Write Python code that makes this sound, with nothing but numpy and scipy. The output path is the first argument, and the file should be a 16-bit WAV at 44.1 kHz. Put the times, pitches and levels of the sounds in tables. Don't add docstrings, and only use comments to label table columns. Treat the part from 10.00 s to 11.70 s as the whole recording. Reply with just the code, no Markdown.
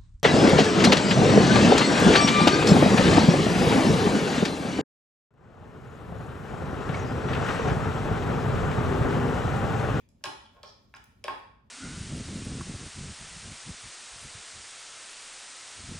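import sys
import numpy as np
from scipy import signal
from scipy.io import wavfile

SR = 44100
rng = np.random.default_rng(int(sys.argv[2]) if len(sys.argv) > 2 else 0)


def voltage_ratio(level):
    return 10 ** (np.asarray(level, float) / 20)


def file_out(sig):
    cols = np.atleast_2d(sig).T
    lim = np.clip(cols, -1, 1)
    pcm = np.round(lim * 32767).astype(np.int16)
    wavfile.write(sys.argv[1], SR, pcm)


N = 74970
LEAD_IN = 8820
EDGES_HZ = 20 * 2 ** np.arange(0, 9.8, .5)

# pitch_hz, level_db
RUMBLE_COLOUR = [(12, -39), (20, -17), (91, 5.5), (240, -10.5), (497, -12.5), (1050, -23), (1510, -38),
                 (1640, -28), (2500, -45), (3250, -30), (5500, -120)]
RUMBLE_DB = -64.5
# pitch_hz, likeness (-1 to 1)
RUMBLE_LIKENESS = [(60, 0.88), (180, 0.67), (550, -0.25), (1650, -0.1), (4970, 0.29), (15000, 0.08)]
# pitch_hz, level_db, width_hz
DRONE = [(59.3, -68, 4.8), (86, -76.5, 8.5), (224, -70, 28)]

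# time_s, level_db
WEBBING_PULL = [(0.0, -73.5), (0.118, -97.5), (0.288, -70.5), (0.41, -108), (0.544, -78.5), (0.742, -82),
                (1.376, -80.5), (1.424, -85), (1.562, -99.5), (1.7, -89)]
# pitch_hz, level_db (per Hz)
WEBBING_COLOUR = [(400, -27), (1000, -14), (2500, -3.5), (4000, -7), (7000, -11.5), (10500, -27.5),
                  (15000, -8)]
PULL_TRIM_DB, GRAIN_DB = -1, -1.5

# start_s, level_db, centre_oct (above 1 kHz), spread_oct, chatter_ms
CONTACTS = [(-0.120, -44.5, 2.5, 1.8, 1.9), (0.0883, -53, 3.0, 0.62, 1.2), (0.2070, -58, -0.5, 0.72, 3.3),
            (0.2378, -24, 2, 1.19, 2.2), (0.2425, -25, -0.06, 0.72, .8), (0.2538, -28, 1.73, 1.5, 2.2),
            (0.2585, -25.5, -0.08, 0.95, 0.77), (0.6298, -32.5, 2, 0.49, 1.9),
            (0.6342, -35.5, -0.13, 1, 0.61), (0.9393, -36.5, 0.58, 0.82, 0.68),
            (0.9478, -46, 2.25, 0.27, 2.5), (0.9560, -44, 1.5, 1.16, 9.6), (1.0393, -42, 4, 1, 3),
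            (1.0480, -67, 6.5, 0.12, 19), (1.2396, -29, 2.0, 0.96, 1.6), (1.2435, -27.5, -0.6, 0.65, 1.77),
            (1.2490, -40, 0.9, 0.77, 2.4), (1.2812, -21.5, 0.1439, 1.023, 0.32),
            (1.2830, -32, 1.54, 0.31, 0.33), (1.2910, -35, -1, 1.03, 2.0), (1.3867, -54.5, 3.8, 0.33, 2.0)]
# start_s, level_db, centre_oct (above 1 kHz), spread_oct, chatter_ms
SLIDES = [
    (0.43, -43, 1.76, 0.3, 35.0),
    (0.6320, -36, 2.34, 0.28, 70),
    (0.9580, -45, 2.5, 0.9, 10.0),
    (0.2385, -35.5, 3, 0.44, 1.3),
    (1.2400, -45.5, 3.5, 1, 1.2),
    (0.53, -43, -0.2, 0.83, 50.0),
]
# pitch_hz, level_db, t60_s
HOOK_MODES = [(2478, 4, 0.0071), (2975, 0.5, .02), (3360, 0.5, 0.015), (5244, 4, 0.0071),
              (5920, -5.5, 0.013), (6390, -2.5, 0.013), (7745, -3.5, .006), (9700, -0.5, .006),
              (10730, -5.5, 0.0062), (15000, -6.5, .005)]
# pitch_hz, level_db, t60_s
AXLE_MODES = [(3590, -3.5, 0.0099), (4093, -2, .02), (4516, -2.5, 0.011), (4990, -12, 0.022),
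              (7226, -6.5, 0.0056)]
# pitch_hz, level_db, t60_s
FRAME_MODES = [(150, -3, 0.056), (269, -9, 0.12), (395, -3, 0.08), (586, -1, 0.028), (871.3, 3, 0.018),
               (1090, -4.5, 0.12), (1089.6, -3.5, 0.063), (1275, -3, 0.024), (1401, -1.5, 0.024),
               (1592, -5, 0.047), (1660, -2, 0.033), (1884, -0.5, 0.014), (2484, -19.5, 0.01),
               (2392, -1.5, 0.014)]
MODE_SCATTER_DB, CRACK_DB, TICKS_PER_S = 3, 6, 4600
SKIRT_DB, MAIN_TICK = 6.5, 3.9

# pitch_hz, t60_s
ROOM_T60 = [(200, 0.43), (530, 0.52), (1390, 0.61), (3680, 0.55), (9700, 0.5)]
# pitch_hz, level_db
ROOM_COLOUR = [(150, 0.5), (500, 0.5), (1500, -3), (4000, -6), (8000, -6.5), (15000, -12.5)]
# pitch_hz, likeness (-1 to 1)
ROOM_LIKENESS = [(60, 0.9), (150, 1), (380, 0.22), (950, -0.032), (2380, 0.11), (5980, 0.097),
                 (15000, 0.048)]
# delay_s, level_db
ECHOES = [
    (.0018, -5),
    (.0085, -16),
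    (0.0161, -13),
    (.024, -15.5),
]
ROOM_DB, ROOM_ONSET_S, ROOM_BUILD_S = -28, 0.0023, 0.0027
LEFT_LEAD_S, PAN_DB = 3e-5, 1


def rms_one(x):
    return x / np.sqrt(np.mean(x ** 2) + 1e-20)


def at_hz(points, hz):
    table_hz, value = np.array(points).T
    return np.interp(np.log(hz), np.log(np.maximum(table_hz, 1)), value)


def drift(rate_hz):
    r = np.exp(-80 * np.pi * rate_hz / SR)
    slow = signal.lfilter([1], [1, -2 * r, r * r], rng.standard_normal(N // 40 + 2002))[2000:]
    return np.interp(np.arange(N) / 40, np.arange(len(slow)), rms_one(slow))


def ring(clicks, hz, t60):
    r = voltage_ratio(-60 / (max(t60, .003) * SR))
    w = 2 * np.pi * hz / SR
    return signal.lfilter([0, np.sin(w)], [1, -2 * r * np.cos(w), r * r], clicks + 1e-18)


def bands(likeness, gain_of_band):
    out = 0
    white = rng.standard_normal((2, 2, N + SR // 2))
    for k, (low, high) in enumerate(zip(EDGES_HZ, EDGES_HZ[1:])):
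        sos = signal.butter(2, [low, high], "band", fs=SR, output="sos")
        mid, side = signal.sosfilt(sos, white[k % 2])[:, -N:]
        hz = np.sqrt(low * high)
        alike = np.clip(at_hz(likeness, hz), -1, 1)
        stereo = np.sqrt(1 + alike) * mid + np.sqrt(1 - alike) * side * [[1], [-1]]
        out = out + gain_of_band(hz) * stereo
    return out


def house():
    def rumble_gain(hz):
        treble_loss_db = 2 * max(np.log2(hz / 2500), 0)
        return voltage_ratio(at_hz(RUMBLE_COLOUR, hz) - treble_loss_db + 0.75 * drift(12))

    rumble = voltage_ratio(RUMBLE_DB) * rms_one(bands(RUMBLE_LIKENESS, rumble_gain))
    drone = 0
    for hz, db, width_hz in DRONE:
        line = ring(rng.standard_normal(N + SR), hz, 1.07 / width_hz)[SR:]
        drone = drone + voltage_ratio(db) * rms_one(line)
    return rumble + drone


def webbing():
    grain = drift(25)

    def friction_gain(hz):
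        bass_loss_db = 12 * max(np.log2(500 / hz), 0)
        return voltage_ratio(at_hz(WEBBING_COLOUR, hz) - bass_loss_db + GRAIN_DB * grain)

    hiss = rms_one(bands(ROOM_LIKENESS, friction_gain))
    time_s, level_db = np.transpose(WEBBING_PULL)
    return voltage_ratio(np.interp(np.arange(N) / SR, time_s, level_db) + PULL_TRIM_DB) * hiss


def strike(ticks, centre, spread, mode_db, modes):
    off = (np.log2(modes[:, 0] / 1000) - centre) / spread
    drive = voltage_ratio(mode_db - SKIRT_DB * np.log2(1 + off ** 2))[:, None] * ticks
    edges_hz = 1000 * 2 ** (centre + np.array([-spread, spread]))
    low, high = np.clip(edges_hz, [50, 60], [17000, 19000])
    sos = signal.butter(2, [low, high], "band", fs=SR, output="sos")
    crack = voltage_ratio(CRACK_DB) * np.sqrt(2000 / (high - low)) * signal.sosfilt(sos, ticks + 1e-18)
    return np.vstack([drive, crack])


def cart():
    modes = np.array(HOOK_MODES + AXLE_MODES + FRAME_MODES)
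    span = 20000
    scatter = rng.standard_normal((30, len(modes)))
    drive = np.zeros((2, len(modes) + 1, N + LEAD_IN))
    for k, (start_s, db, centre, spread, chatter_ms) in enumerate(CONTACTS + SLIDES):
        luck = rng.random((3, span))
        u = np.arange(span) / SR / (max(chatter_ms, .2) / 1000)
        hits = luck[0] < TICKS_PER_S / SR
        ticks = hits * np.log(luck[1] + 1e-9) * np.sign(luck[2] - .5)
        blow = np.arange(span) == int(.8 * chatter_ms * SR / 1000)
        ticks = (ticks + MAIN_TICK * blow) * u ** 2 * np.exp(-2 * u ** 2)
        ticks = ticks / np.sqrt(np.sum(ticks ** 2))
        far_ticks = ticks if chatter_ms > 6 else blow
        i = int(start_s * SR) + LEAD_IN
        reach = int(3 * chatter_ms * SR / 1000) + 1500
        mode_db = modes[:, 1] - 10 + MODE_SCATTER_DB * scatter[k]
        for path, train in enumerate((ticks, far_ticks)):
            push = voltage_ratio(db) * train[:reach]
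            drive[path, :, i:i + reach] += strike(push, centre, max(spread, .05), mode_db, modes)
    out = drive[:, -1]
    for j, (hz, _, t60) in enumerate(modes):
        out = out + (-1) ** j * ring(drive[:, j], hz, t60)
    return out


def room(near, far):
    t = np.arange(N) / SR

    def decay(hz):
        return voltage_ratio(ROOM_DB + at_hz(ROOM_COLOUR, hz) - 60 * t / at_hz(ROOM_T60, hz))

    build = 1 - np.exp(-np.maximum(t - ROOM_ONSET_S, 0) / ROOM_BUILD_S)
    tail = build * bands(ROOM_LIKENESS, decay)
    early = np.zeros((2, N))
    skew = rng.integers(-12, 12, (len(ECHOES), 2))
    for (delay_s, db), (a, b) in zip([(0, 0.15)] + ECHOES, [(0, 0), *skew]):
        left, right = int(delay_s * SR) + a, int((delay_s + LEFT_LEAD_S) * SR) + b
        early[[0, 1], [left, right]] = voltage_ratio(db + PAN_DB * np.array([.5, -.5]))
    wet = signal.fftconvolve(near[None], early, axes=1) + signal.fftconvolve(far[None], tail, axes=1)
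    return wet[:, LEAD_IN:LEAD_IN + N]


def scene():
    return house() + webbing() + room(*cart())


def band_limit(x):
    return signal.sosfilt(signal.butter(12, 16580, fs=SR, output="sos"), x)


def record(dry):
    x = signal.sosfilt(signal.butter(2, 40, "high", fs=SR, output="sos"), dry)
    port_hz, port_width_hz, port_db = 14200, 2830, 11.5
    port = signal.lfilter(*signal.iirpeak(port_hz, port_hz / port_width_hz, fs=SR), x)
    x = x + voltage_ratio(port_db) * port
    dead_band = signal.cheby2(6, 40, (12500, 13900), "bandstop", fs=SR, output="sos")
    x = signal.sosfilt(dead_band, x)
    return band_limit(x)


dry = scene()
out = record(dry)
file_out(out)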